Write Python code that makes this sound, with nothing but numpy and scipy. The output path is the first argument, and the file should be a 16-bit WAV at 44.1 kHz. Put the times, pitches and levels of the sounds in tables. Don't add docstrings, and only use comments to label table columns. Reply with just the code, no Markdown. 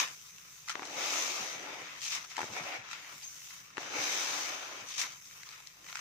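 import sys
import numpy as np
from scipy import signal
from scipy.fft import rfft, irfft
from scipy.io import wavfile
from scipy.ndimage import uniform_filter1d

SR = 44100
rng = np.random.default_rng(int(sys.argv[2]) if len(sys.argv) > 2 else 0)


def volts_from_db(level):
    exponent = np.asarray(level, float) / 20
    return 10 ** exponent


def transcribe(u):
    v = np.clip(np.atleast_2d(u).T, -1, 1)
    q = np.round(v * 32767).astype(np.int16)
    wavfile.write(sys.argv[1], SR, q)


N = 264996

BURIED = np.array([[1.], [0], [0], [0]])
HEAVY = np.array([[1.], [1], [0], [0]])


def evened(x):
    return x / np.sqrt(np.mean(x ** 2) + 1e-20)


def read(points, hz):
    f, value = np.transpose(points)
    return np.interp(np.log(hz + 1), np.log(f + 1), value)


def causal(gain, size=1024):
    log_gain = np.log(np.maximum(np.concatenate([gain, gain[-2:0:-1]]), 1e-4))
    return np.fft.ifft(np.exp(np.conj(signal.hilbert(log_gain)))).real[:size]


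def slow(rate_hz, count=30):
    t = np.arange(0, N + 64, 64) / SR
    hz = np.geomspace(rate_hz / 20, rate_hz, count)
    phase = rng.random(count)
    wave = np.sin(2 * np.pi * (hz * t[:, None] + phase)) @ hz ** -.3
    return evened(np.interp(np.arange(N) / SR, t, wave))


def hum():
    # pitch_hz, level_db (per Hz)
    room_colour = [(15, -35), (25, -7), (81, 4), (140, 12.5), (198, 9), (248, -17), (292, 4), (345, -14),
                   (407, 1), (628, -15), (900, -46), (1170, -60), (1980, -120)]
    level_db, mains_hz, mains_db = -71, 49, -79.5
    common, left, right = rng.standard_normal((3, N))
    noise = common + .38 * np.array([left, right])
    gain = volts_from_db(read(room_colour, np.fft.rfftfreq(N, 1 / SR)))
    noise = evened(irfft(rfft(noise) * gain, N))
    mains = volts_from_db(mains_db) * np.sin(2 * np.pi * mains_hz * np.arange(N) / SR)
    return volts_from_db(level_db + 0.95 * slow(7.2)) * noise + mains


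def thuds():
    # start_s, peak_db
    floor_pushes = [(0.699, -77), (0.949, -62), (1.396, -56), (1.549, -63.5), (1.799, -61.5), (2.129, -88),
                    (2.419, -54), (2.499, -53), (2.601, -54), (2.779, -60), (3.138, -65), (3.599, -71),
                    (3.799, -71), (3.98, -56.5), (4.299, -63), (4.499, -68), (4.815, -62)]
    t = np.arange(N) / SR
    common, left, right = rng.standard_normal((3, N))
    band = signal.butter(3, [110, 230], "band", fs=SR, output="sos")
    rumble = evened(signal.sosfilt(band, common + .3 * np.array([left, right])))
    swell = np.zeros(N)
    for start_s, peak_db in floor_pushes:
        late = np.maximum(t - start_s, 0) / 0.014
        swell += volts_from_db(peak_db + 0.5) * late * np.exp(1 - late)
    return rumble * swell


def bird():
    # time_s, level_db, pitch_hz
    whistle = [
        (3.222, -70, 5750),
        (3.244, -42, 6150),
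        (3.262, -52, 6300),
        (3.278, -42.5, 6200),
        (3.29, -57, 6200),
        (3.30, -51, 6150),
        (3.335, -58, 6100),
    ]
    # time_s, level_db, pitch_hz, half_length_s
    pip = (3.23, -54, 4800, .006)
    s, level_db, hz = np.transpose(whistle)
    t = np.arange(N) / SR
    flutter = 1 + 0.6 * np.sin(2 * np.pi * 190 * t + 1.0 * slow(140.0))
    pitch_hz = np.interp(t, s, hz) + 150 * slow(200.)
    tone = np.sin(2 * np.pi * np.cumsum(pitch_hz) / SR) * flutter
    tone = tone * volts_from_db(np.interp(t, s, level_db, -120, -120))
    pip_s, pip_db, pip_hz, half_s = pip
    pip_swell = volts_from_db(pip_db) * np.exp(-((t - pip_s) / half_s) ** 2)
    tone = tone + pip_swell * np.sin(2 * np.pi * pip_hz * t)
    return np.array([1.3 * tone, 0.83 * np.roll(tone, 2)])


def tub(x):
    t60_s = .09
    at = np.arange(40, 6000, 20) + rng.integers(0, 20, (2, 298))
    taps = np.zeros((2, 6020))
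    echoes = rng.choice([-1., 1.], at.shape) * volts_from_db(-60 * at / SR / t60_s)
    np.put_along_axis(taps, at, echoes, 1)
    return signal.oaconvolve(x, taps / np.linalg.norm(taps[0]), axes=1)[:, :N]


def struck(blows, crack_db, t60_s):
    out, t = np.zeros((2, N + SR)), np.arange(1500) / SR
    bright = signal.butter(2, [3300, 7400], "band", fs=SR, output="sos")
    push = np.sin(2 * np.pi * 380 * t) * volts_from_db(-60 * t / 0.013)
    fade = volts_from_db(-60 * t / max(t60_s, .003)) * (1 - np.exp(-t / .0003))
    for start_s, peak_db, hz, weight_db in blows:
        noise = rng.standard_normal((2, len(t)))
        ring = .65 * np.sin(2 * np.pi * hz * t)
        ring = ring + .3 * np.sin(2 * np.pi * (1.9 * hz * t + noise[:, :1]))
        snappy = signal.butter(3, [.6 * hz, 900 + 1.3 * hz], "band", fs=SR, output="sos")
        snap = .75 * evened(signal.sosfilt(snappy, noise))
        crack = evened(signal.sosfilt(bright, noise)) * volts_from_db(crack_db + 12.5)
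        blow = (ring + snap + crack) * fade + volts_from_db(weight_db) * push
        at = round(start_s * SR)
        out[:, at:at + len(t)] += blow * volts_from_db(peak_db + np.array([[3], [0]]))
    return signal.sosfilt(signal.butter(2, [200, 7800], "band", fs=SR, output="sos"), out[:, :N])


def drops():
    # start_s, peak_db, pitch_hz
    falling = [(.2694, -80, 2680), (.383, -37, 2790), (0.484, -48, 1060), (.5424, -48, 1490),
               (0.557, -49, 2700), (0.578, -48, 2760), (2.259, -42, 1320), (3.1794, -38, 2590),
               (3.418, -40, 2610), (3.619, -53, 1210), (3.704, -50, 1910), (5.311, -39, 2070),
               (5.3285, -44, 2100), (5.36, -47, 1210), (5.5136, -38, 1390), (5.6237, -43, 2420),
               (5.685, -44, 2370), (5.756, -58, 1300), (5.8157, -61, 2648), (5.8436, -40, 1830),
               (5.982, -69, 1100)]
    return struck([(*row, -34) for row in falling], crack_db=-14, t60_s=0.0055)


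def snaps():
    # start_s, peak_db, pitch_hz
    cracking = [(0.853, -39, 1040), (2.301, -48, 2580), (4.92, -41, 2620), (4.94, -39, 2780),
                (4.981, -30, 2400), (4.988, -36, 2900), (4.996, -35, 2580), (5.003, -29, 2400),
                (5.015, -25, 2420), (5.019, -36, 2920), (6.004, -34.5, 1500), (5.122, -41, 2270),
                (5.254, -51, 2700), (5.49, -43, 1400), (5.672, -40.5, 2160)]
    return struck([(*row, -38) for row in cracking], crack_db=-3, t60_s=0.0057)


def clumps():
    # start_s, peak_db, pitch_hz
    wall_hits = [(.001, -22, 2480), (.679, -39, 1260), (0.685, -30, 2020), (.695, -26.5, 1350),
                 (.701, -30.5, 1390), (.711, -35.5, 1340), (.717, -38, 1264), (2.121, -38, 2570),
                 (2.243, -40.5, 1200), (2.247, -39.5, 1310), (2.315, -39.5, 1250), (2.338, -53, 2960),
                 (2.358, -41, 2560), (2.367, -29, 2120), (2.888, -41, 1300), (2.912, -36, 1330),
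                 (2.931, -32.5, 1400), (3.506, -41, 2060), (5.012, -40, 2450), (5.433, -37.5, 2120),
                 (5.527, -43, 2280), (5.602, -43, 1280), (5.865, -42, 2360), (5.899, -41.5, 1260),
                 (5.927, -36.5, 1400), (5.949, -43, 1300), (5.955, -31, 1340), (5.97, -34, 1650),
                 (5.991, -38, 1170)]
    return struck([(*row, -38) for row in wall_hits], crack_db=-15.5, t60_s=0.017)


def knuckles():
    # start_s, peak_db, pitch_hz, low_weight_db
    knocks = [(0.745, -43, 1240, -24), (.754, -25.5, 1150, -10.5), (0.778, -40, 790, -6),
              (.794, -31, 1010, -8), (.821, -31, 1120, -5), (.83, -33, 1170, -27), (.835, -38, 926, -17),
              (2.38, -23.5, 900, -20), (2.391, -25, 790, -23), (2.405, -27, 790, -11),
              (2.416, -25.5, 890, -16), (2.43, -30, 814, -4.5), (2.441, -32.5, 463, -26),
              (2.566, -30, 740, -22), (2.598, -31.5, 720, -29), (3.77, -28, 1060, -19),
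              (3.78, -25.5, 1140, -4.5)]
    return struck(knocks, crack_db=-24.5, t60_s=0.014)


def column(values):
    return np.array(values, float)[:, None]


def stroke(t, start, length, db, change_db, rise_s, fall_s):
    held_db = db + change_db * np.clip((t - start) / length, 0, 1)
    before = np.maximum(start - t, 0) / rise_s
    after = np.maximum(t - start - length, 0) / fall_s
    return volts_from_db(held_db - 20 * (before + after)) ** 2


def trickling(t):
    # time_s, flow_db, seed_weight_db
    flow = [(0, -56.5, -15), (.27, -57.5, -7), (.45, -58.5, -1), (.62, -58, -6.5), (.8, -61.5, -8),
            (1.901, -60.5, 9), (2.27, -60, 0), (2.7, -57.5, 1), (2.82, -68, -7), (3.0, -60.5, 3),
            (3.2, -56, -4), (3.55, -55, -3), (3.75, -64.5, 6), (4.85, -60.5, 5.5), (5.25, -58, -4.5),
            (5.45, -57.5, 2.5), (5.8, -63, -1.5), (5.9, -56.5, -4)]
    share_db = [-17, -0.5, -1.5, 2.5]
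    usual_db, dust_slope = -57, 1.33
    s, flow_db, weight_db = np.transpose(flow)
    flow_db = np.interp(t, s, flow_db)
    dusty_db = column([0, 0, 0, dust_slope - 1]) * (flow_db - usual_db)
    heavy_db = HEAVY * np.interp(t, s, weight_db)
    return volts_from_db(flow_db + dusty_db + column(share_db) + heavy_db) ** 2


def sliding(t):
    # start_s, length_s, flow_db, change_db
    slides = [
        (1.022, 0.12, -39, 1),
        (1.179, 0.33, -36.5, -8),
        (4.028, 0.11, -37.5, -1),
        (4.2, 0.29, -37, -4),
        (4.55, 0.12, -52.5, 2),
    ]
    share_db = [-42, -5, 0, -9.5]
    return sum(stroke(t, s, length, db + column(share_db), change_db, rise_s=0.2, fall_s=0.16)
               for s, length, db, change_db in slides)


def splashing(t):
    # start_s, length_s, strength_db, weight_db
    handfuls = [(0.001, 0.0015, -27.5, -3), (0.694, 0.015, -44, -2.5), (0.852, 0.023, -50, -1.5),
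                (2.026, 0.058, -38.5, -20), (2.117, 0.04, -37, -4.5), (2.305, 0.025, -51, 0),
                (2.366, .015, -54, 5), (2.415, 0.044, -47.5, -10), (2.532, 0.048, -47, 0),
                (2.914, 0.012, -48, 2), (3.23, .004, -49.5, -17), (3.5, 0.011, -52.5, -3),
                (3.812, 0.0032, -48, 0.5), (4.889, 0.068, -45.5, -28), (4.995, 0.03, -33, -6),
                (5.493, 0.057, -56, 1.5), (5.871, .01, -55, 6), (5.95, 0.0048, -55, 6), (6.0, .01, -45, 9)]
    share_db = [-29, -1, -0.5, -13]
    fall_s = [0.14, .09, 0.039, 0.09]
    rise_s, late_s, settle_db, settle_s = .045, .018, -10, 0.15
    power = 0
    for s, length, db, weight_db in handfuls:
        shifted = t - HEAVY * late_s * (s > late_s)
        grain_db = db + column(share_db) + HEAVY * weight_db
        power = power + stroke(shifted, s, length, grain_db, 0, rise_s, column(fall_s))
        power = power + stroke(shifted, s, length, grain_db + settle_db, 0, rise_s, settle_s)
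    return power


def pushing(t):
    # start_s, length_s, force_db, change_db, depth_db
    pushes = [(0.018, .05, -64, -9, 17), (2.14, 0.031, -66.5, 1.5, 5.5), (5.03, 0.041, -62, -4.5, 5.5),
              (0.767, 0.18, -55.5, 2.5, 1), (0.976, .84, -43.5, -4.5, -3), (1.843, 0.12, -52, -0.5, -11.5),
              (2.381, 0.076, -45.5, -4, -12), (2.47, 0.082, -56, 3, 0), (2.572, 0.074, -45.5, -4.5, -4),
              (2.637, 0.12, -45.5, 1, -8), (2.848, 0.28, -51.5, 0, -14.5), (3.786, 0.18, -49.5, 5, -6),
              (3.968, 0.54, -43, -3, -4), (4.526, 0.29, -46, -2, -6), (5.76, 0.088, -69.5, 3, -1.5)]
    share_db = [0, 0, -12.5, -16]
    deep_sag = 1.36
    power = 0
    for s, length, db, change_db, depth_db in pushes:
        grain_db = db + column(share_db) + BURIED * depth_db
        grain_change_db = change_db * (1 + (deep_sag - 1) * BURIED)
        rise_s = 0.025 + 0.1 * length
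        power = power + stroke(t, s, length, grain_db, grain_change_db, rise_s, .12)
    return power


def stirring():
    action_per_s = [5130, 4530, 1500, 1400]
    t = np.arange(0, N + 32, 32) / SR
    power = np.array([pushing(t), sliding(t), splashing(t), trickling(t)])
    per_s = action_per_s @ power.sum(1) / power.sum((0, 1))
    level_db = 10 * np.log10(power.sum(0))
    samples_s = np.arange(N) / SR
    return [np.interp(samples_s, t, db) for db in level_db], np.interp(samples_s, t, per_s)


def collisions(per_s, size_db, count=8):
    spread_s = .0003
    chance, size, shape, sign = rng.random((4, N))
    lag = np.round(spread_s * SR * rng.standard_normal(N)).astype(int)
    at = np.flatnonzero(chance < per_s / SR)
    strength = volts_from_db(size_db * np.minimum(-np.log(size[at]), 5))
    blow = strength * np.sign(sign[at] - .5) / np.sqrt(per_s[at])
    trains = np.zeros((2, count, N))
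    kind = (shape[at] * count).astype(int)
    trains[0, kind, at] = blow
    np.add.at(trains[1], (kind, np.clip(at + lag[at], 0, N - 1)), blow)
    return trains


def seeds():
    ring_s = [0.0044, 0.014, 0.0091, 0.0011]
    # pitch_hz, level_db (per Hz)
    seed_colour = [(110, -56), (180, -11.5), (225, -17), (287, -2), (333, -6.5), (552, -1), (629, -2.5),
                   (744, 1.5), (1000, -0.5), (1600, -6), (2410, -5), (4380, -12.5), (6130, -6), (9600, -24),
                   (15600, -20.5)]
    # pitch_hz, width_hz, level_db
    resonances = [(1000, 130, -4.5), (2350, 500, 1), (3400, 1200, 2.2), (6200, 320, 3.5)]
    # pitch_hz, steepness (no unit)
    borders = [(980, 24.4), (4200, 3.25), (7800, 4.5)]
    blur = [.1, 0.33, .4, 1.1]
    left_db = [1.2, 3.1, 4, 0.053]
    level_db, per_s = stirring()
    trains = collisions(np.clip(per_s, 300, 30000), size_db=0.36)
    trains = trains / np.sqrt(np.mean(trains ** 2))
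    dust = rng.standard_normal((2, N))
    surge_db = 0.36 * slow(40.)
    hz, t = np.fft.rfftfreq(4096, 1 / SR), np.arange(600) / SR
    resonance_db = sum(db / (1 + ((hz - f) / width) ** 2) for f, width, db in resonances)
    colour = volts_from_db(read(seed_colour, hz) + resonance_db)
    below = [0] + [1 / (1 + (hz / edge) ** steep) for edge, steep in borders] + [1]
    out = np.zeros((2, N))
    for k in range(4):
        rattle = rng.standard_normal((len(trains[0]), len(t))) * volts_from_db(-60 * t / ring_s[k])
        rattle[:, 0] = 1.95 * np.sign(rattle[:, 0])
        average = np.sqrt(np.mean(abs(rfft(rattle, 4096)) ** 2, 0))
        body = causal(colour * np.sqrt(abs(below[k + 1] - below[k])) / average)
        contacts = evened(signal.oaconvolve(trains, rattle[None], axes=2).sum(1))[:, :N]
        fine_gain = np.interp(np.fft.rfftfreq(N, 1 / SR), hz, average)
        fine = evened(irfft(rfft(np.roll(dust, 5000 * k, 1)) * fine_gain, N))
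        layer = signal.oaconvolve(contacts + blur[k] * fine, body[None], axes=1)[:, :N]
        loudness = volts_from_db(level_db[k] + 1 + surge_db + 0.13 * slow(25.))
        out += evened(layer) * loudness * volts_from_db(np.array([[.5], [-.5]]) * left_db[k])
    return out


def drifting(x):
    # start_s, length_s, gain_db
    cupped = [
        (0.977, 0.083, 2),
        (2.525, 0.11, 3.5),
        (2.653, .17, 8),
        (3.954, .15, 3.5),
    ]
    cup_hz = [720, 2270]
    cup_width_hz = [64, 280]
    patch_db, edge_s = 1.3, 0.013
    hz, t, z = signal.stft(x, SR, nperseg=1024, noverlap=768)
    patches = rng.standard_normal(z.shape[1:])
    for _ in range(2):
        patches = uniform_filter1d(uniform_filter1d(patches, size=7, axis=0), size=10, axis=1)
    closed_db = sum(db * np.clip(np.minimum(t - s, s + length - t) / edge_s + .5, 0, 1)
                    for s, length, db in cupped)
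    hollow_db = sum(closed_db / (1 + ((hz[:, None] - f) / width) ** 2)
                    for f, width in zip(cup_hz, cup_width_hz))
    z = z * volts_from_db(patch_db * evened(patches) + hollow_db)
    return signal.istft(z, SR, nperseg=1024, noverlap=768)[1][:, :N]


def scene():
    near = drifting(seeds()) + knuckles() + clumps() + snaps() + drops()
    far = bird()
    reflections = volts_from_db(-12) * tub(near + 3.7 * far)
    return near + reflections + far + thuds() + hum()


def masked(x, size=9):
    mask_db, from_hz = -25.5, 7800
    hz, _, z = signal.stft(x, SR, nperseg=2048, noverlap=1024)
    bands = np.arange(len(hz)) // size
    band_power = np.add.reduceat((abs(z) ** 2).sum(0), np.arange(0, len(hz), size))
    band_db = 10 * np.log10(band_power + 1e-20)
    loudest_db = uniform_filter1d(uniform_filter1d(band_db, size=12, axis=0).max(0), size=7)
    luck = evened(uniform_filter1d(rng.standard_normal(band_db.shape), size=2, axis=1))
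    weak = band_db + 7 * luck < loudest_db + mask_db
    keep = ~(weak[bands] & (hz > from_hz)[:, None])
    return signal.istft(z * keep, SR, nperseg=2048, noverlap=1024)[1][:, :N]


def top_cut(x):
    return signal.sosfilt(signal.butter(12, 15590, fs=SR, output="sos"), x)


def record(dry):
    low_pass = signal.firwin(1023, 15590, window=("kaiser", 9), fs=SR)
    limited = signal.oaconvolve(dry, low_pass[None], "same")
    return top_cut(masked(limited))


dry = scene()
out = record(dry)
transcribe(out)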